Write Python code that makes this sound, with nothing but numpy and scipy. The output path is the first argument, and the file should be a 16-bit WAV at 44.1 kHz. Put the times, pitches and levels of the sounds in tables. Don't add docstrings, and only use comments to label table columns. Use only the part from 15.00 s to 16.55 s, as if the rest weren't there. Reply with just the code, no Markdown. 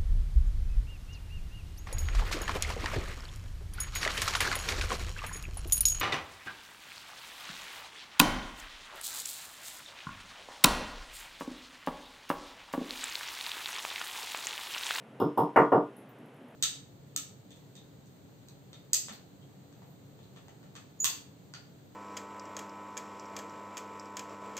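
import sys
import numpy as np
from scipy import signal
from scipy.fft import rfft, irfft
from scipy.io import wavfile
from scipy.ndimage import uniform_filter1d

SR = 44100
rng = np.random.default_rng(int(sys.argv[2]) if len(sys.argv) > 2 else 0)


def pcm_store(signal):
    levels = np.round(np.clip(np.atleast_2d(signal), -1, 1) * 32767)
    wavfile.write(sys.argv[1], SR, levels.astype(np.int16).T)


N = 68355
T = np.arange(int(.6 * SR)) / SR
HZ = np.maximum(np.fft.rfftfreq(8192, 1 / SR), 1)

# frequency_hz, side_db
STEREO_WIDTH = [(30, -2.5), (60, -23), (130, -48.5), (250, -43.5), (500, -19.5), (1000, -11), (2500, -7),
                (8000, -18), (14000, -8)]
# frequency_hz, hold_s
ECHO_HOLD = [(100, 0.044), (400, 0.031), (1000, 0.029), (2500, .008), (14000, .005)]
# frequency_hz, decay_s
ECHO_DECAY = [(100, 0.15), (270, 0.26), (500, 0.21), (1000, .23), (2500, 0.19), (6000, 0.34), (14000, 0.11)]
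# frequency_hz, level_db
VENTILATION = [(20, -42.5), (55, -39), (85, -23), (130, 3), (170, -7), (260, 1.5), (340, -10.5),
               (460, -3.5), (1100, -15), (1500, -17), (3100, -23.5), (4700, -38), (9000, -40.5),
               (11000, -43.5), (12500, -43), (16000, -56)]
# start_s, level_db, lower_db, top_db, crunch_db, low_ring_db, high_ring_db
GLASS_TICKS = [(0.1995, -17, 8, 3, -35, -63.5, -63), (0.3756, -8, -4.5, -3, -31, -65.5, -59),
               (0.5611, -15.5, -11, 0.5, -20, -49.5, -65), (.7205, -25.5, 5.5, 3.5, -36.5, -62, -74.5)]
# centre_hz, width_hz, level_db
GLASS_RESONANCES = [(3340, 500, 0), (5210, 220, -2.5), (7970, 200, -14.5), (9850, 550, -5), (11380, 75, 2),
                    (12500, 340, -0.5), (13950, 300, -6), (14950, 350, -5)]
# pitch_hz, level_db, decay_s
GLASS_LOW_MODES = [(2835, 7, 0.16), (3284, -12, 0.44)]
# pitch_hz, level_db, decay_s
GLASS_HIGH_MODES = [(10800, -4.5, .14), (13950, 4.5, 0.15), (14600, -7, .15)]
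# start_s, level_db, boom_db, hollow_db, hollow_hz, corner_hz, rolloff_order,
# seat_delay_s, seat_db, tock_db
MUDDLER_KNOCKS = [(.2010, 15.5, 9.5, 3.5, 1000, 1415, 10.6, 0.022, -4, -46),
                  (0.3748, 17.5, 5.5, 12.5, 927, 1206, 4.2, 0.0089, -14, -43.5),
                  (0.56, 30, -1.5, 4.5, 1042, 2160, 9.5, 0.0062, -17.5, -42.5),
                  (.7195, 27, 0, 3, 790, 1337, 5.14, .007, -6.5, -46)]
# frequency_hz, gain_db
COUNTER_RESPONSE = [(25, -45), (62, -44), (85, -16.5), (125, -28.5), (200, -3.5), (290, -1), (460, 3.5),
                    (560, -1), (670, -3), (770, -2.5), (850, -10), (950, -3.5), (1150, -4.5), (1300, -10),
                    (1430, -7), (1620, -16), (1800, -9), (2200, -14), (4000, -13)]
# pitch_hz, level_db, decay_s
COUNTER_MODES = [(138.7, -64, 0.36), (193.3, -59, 0.23), (296.2, -50, 0.29), (401.5, -63, 0.42),
                 (453.6, -54, 0.3), (490.3, -62, .28), (635.9, -53, 0.25), (737, -53.5, 0.21),
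                 (777, -51, 0.067), (898.4, -51, 0.16), (939, -57.5, 0.24), (1022, -71, 0.36),
                 (1203, -55.5, 0.24), (1386, -55.5, 0.094), (1408, -75.5, .22), (1431, -71, 0.44),
                 (1910, -71.5, .2)]
# pitch_hz, level_db, decay_s
TOCK_MODES = [(790, -2, 0.038), (891, -5.5, 0.052)]
# delay_s, pitch_hz, half_length_s, level_db
THUMP_RETURNS = [(0.03, 118.5, 0.013, -33.5), (0.06, 165, 0.0094, -31), (.077, 178, .009, -39)]
# start_s, level_db
TWIST_PUSHES = [(0.961, 3.5), (1.179, 5.5), (1.375, 1.5)]
# start_s, level_db, centre_hz, width_octaves, room_db
TWIST_CLINKS = [(0.965, -11, 10400, 0.13, -4.5), (1.091, -16, 14200, .07, -4),
                (1.185, -24, 8100, 0.82, -14), (1.257, -26, 10700, 0.32, -9),
                (1.340, -24, 12000, 0.44, -17), (1.363, -25.5, 10100, 0.19, -8),
                (1.424, -28, 15000, .1, -8), (1.481, -28, 10200, .35, -7), (1.502, -30, 15000, 0.29, -12)]

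GLASS_SPLIT_HZ, GLASS_TOP_HZ = 7000, 12000


def amp(db):
    return 10 ** (np.asarray(db) / 20)


def curve(points, hz):
    table_hz, values = np.transpose(points)
    return np.interp(np.log(hz + 1), np.log(table_hz + 1), values)


def bell(hz, octaves):
    return np.exp(-.5 * (np.log2(HZ / hz) / octaves) ** 2)


def add(mix, start_s, sound):
    part = mix[:, round(start_s * SR):][:, :sound.shape[1]]
    part += sound[:, :part.shape[1]]


def colour(x, gain):
    log_gain = np.log(np.maximum(gain, gain.max() * 1e-5))
    mirrored = np.r_[log_gain, log_gain[-2:0:-1]]
    taps = np.fft.ifft(np.exp(np.conj(signal.hilbert(mirrored)))).real
    return signal.fftconvolve(x, taps[None, :len(taps) // 2], axes=1)[:, :x.shape[1]]


def stereo(noises):
    mid, side = rfft(noises)
    n = noises.shape[1]
    width = amp(curve(STEREO_WIDTH, np.fft.rfftfreq(n, 1 / SR)))
    return irfft((mid + width * np.array([side, -side])) / np.sqrt(1 + width ** 2), n)


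def room_tone(air_db=-53, whine_hz=10010, whine_db=-84):
    noise = stereo(rng.standard_normal((2, N)))
    air = irfft(rfft(noise) * amp(curve(VENTILATION, np.fft.rfftfreq(N, 1 / SR))), N)
    whine = np.sin(2 * np.pi * whine_hz * np.arange(N) / SR)
    return amp(air_db) * air / air.std() + amp(whine_db) * whine


def even_noise(frame=1024, passes=4):
    noise = rng.standard_normal((2, len(T)))
    for _ in range(passes):
        spectra = signal.stft(noise, nperseg=frame)[2]
        noise = signal.istft(spectra / (abs(spectra) + 1e-12), nperseg=frame)[1][:, :len(T)]
    return noise / noise.std()


def reflections(frame=256, build_cycles=1.9, fade_power=1.316, smooth_hz=70):
    hz, t, spectra = signal.stft(stereo(even_noise()), SR, nperseg=frame)
    hz = np.maximum(hz, 100)[:, None]
    build = 1 - np.exp(-(t + 0.00036) * hz / build_cycles)
    fading_s = np.maximum(t - curve(ECHO_HOLD, hz), 0)
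    fade = amp(-60 * (fading_s / curve(ECHO_DECAY, hz)) ** fade_power)
    echoes = signal.istft(spectra * fade * build, nperseg=frame)[1][:, :len(T)]
    power = (abs(rfft(echoes, 2 * (len(HZ) - 1))) ** 2).mean(0)
    smooth_bins = round(smooth_hz / (HZ[-1] - HZ[-2]))
    return colour(echoes, uniform_filter1d(power, smooth_bins) ** -.5)


def scrape(length_s=0.0071):
    grit = stereo(rng.standard_normal((2, len(T)))) * np.sin(np.pi * np.minimum(T / length_s, 1))
    return grit / np.linalg.norm(grit[0])


def ringing(modes, damping_power=1.533):
    ring = np.zeros((2, len(T)))
    for hz, db, decay_s in modes:
        phase, side = 2 * np.pi * rng.random(), rng.choice([-1, 1])
        phase_apart = side * np.arctan(amp(curve(STEREO_WIDTH, hz))) * np.array([[1], [-1]])
        envelope = amp(db - 60 * (T / decay_s) ** damping_power)
        ring += envelope * np.sin(2 * np.pi * hz * T + phase + phase_apart)
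    return ring


def glass_response():
    return sum(amp(db) / (1 + 2 * ((HZ - hz) / width) ** 2) for hz, width, db in GLASS_RESONANCES)


def glass_tick(level_db, lower_db, top_db, crunch_db, low_ring_db, high_ring_db, direct_db=-20):
    range_db = lower_db * (HZ < GLASS_SPLIT_HZ) + top_db * (HZ > GLASS_TOP_HZ)
    crunch = amp(crunch_db) * bell(hz=5200, octaves=0.48)
    gain = glass_response() * amp(level_db + range_db) + crunch
    ring = amp(low_ring_db) * ringing(GLASS_LOW_MODES) + amp(high_ring_db) * ringing(GLASS_HIGH_MODES)
    snap_band = amp(-7) * bell(hz=12000, octaves=0.38)
    snap = colour(scrape(), (gain + amp(level_db - 18.5)) * snap_band)
    body = colour(amp(direct_db) * scrape() + reflections(), gain)
    return snap + body + ring


def impulse(delay_s):
    return 1. * (np.arange(len(T)) == round(delay_s * SR))


def counter_knock(echoes, wood_ring, level_db, boom_db, hollow_db, hollow_hz, corner_hz, rolloff_order,
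                  seat_delay_s, seat_db, tock_db):
    boom_hz, low_cut_hz = 462, 93
    direct_db, fresh_echo_db, tock_rise_s = -13.5, -8, 0.0076
    tone_db = boom_db / (1 + (HZ / boom_hz) ** 10) + hollow_db * bell(hollow_hz, octaves=0.27)
    rolloff = np.sqrt((1 + (HZ / corner_hz) ** (2 * rolloff_order)) * (1 + (low_cut_hz / HZ) ** 4))
    contacts = amp(direct_db) * impulse(0) + amp(seat_db) * impulse(seat_delay_s)
    fresh_echoes = amp(fresh_echo_db) * reflections()
    body = colour(contacts + echoes + fresh_echoes, amp(curve(COUNTER_RESPONSE, HZ)))
    tock = amp(tock_db) * ringing(TOCK_MODES) * (1 - np.exp(-T / tock_rise_s))
    return colour(body + wood_ring + tock, amp(level_db + tone_db) / rolloff)


def room_thump(rise_s=0.03):
    thump = np.zeros(len(T))
    for delay_s, hz, half_length_s, db in THUMP_RETURNS:
        swell = amp(db) * np.exp(-.5 * ((T - delay_s) / half_length_s) ** 2)
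        thump += swell * np.sin(2 * np.pi * (hz * T + rng.random()))
    return thump * np.minimum(T / rise_s, 1)


def counter_push(level_db, centre_hz=256):
    band = bell(centre_hz, octaves=0.33) + amp(-19.5) * bell(centre_hz, octaves=1)
    return colour(reflections(), amp(level_db) * band)


def glass_clink(level_db, centre_hz, width_octaves, room_db, direct_db=-14):
    woken_band = bell(centre_hz, width_octaves) + amp(-21) * (HZ > GLASS_SPLIT_HZ)
    gain = amp(level_db) * (glass_response() + amp(-16)) * woken_band
    return colour(amp(direct_db) * scrape() + amp(room_db) * reflections(), gain)


def scene():
    mix = room_tone()
    echoes = reflections()
    wood_ring = ringing(COUNTER_MODES) * (1 - np.exp(-T / 0.022))
    thump = room_thump()
    for start_s, *blow in MUDDLER_KNOCKS:
        add(mix, start_s, counter_knock(echoes, wood_ring, *blow) + thump)
    for start_s, *contact in GLASS_TICKS:
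        add(mix, start_s, glass_tick(*contact))
    for start_s, *touch in TWIST_CLINKS:
        add(mix, start_s, glass_clink(*touch))
    for start_s, level_db in TWIST_PUSHES:
        add(mix, start_s, counter_push(level_db))
    return mix


def record(dry):
    lowpass = signal.firwin(511, 15900, window=("kaiser", 9), fs=SR)
    return signal.oaconvolve(dry, lowpass[None], "same")


dry = scene()
out = record(dry)
pcm_store(out)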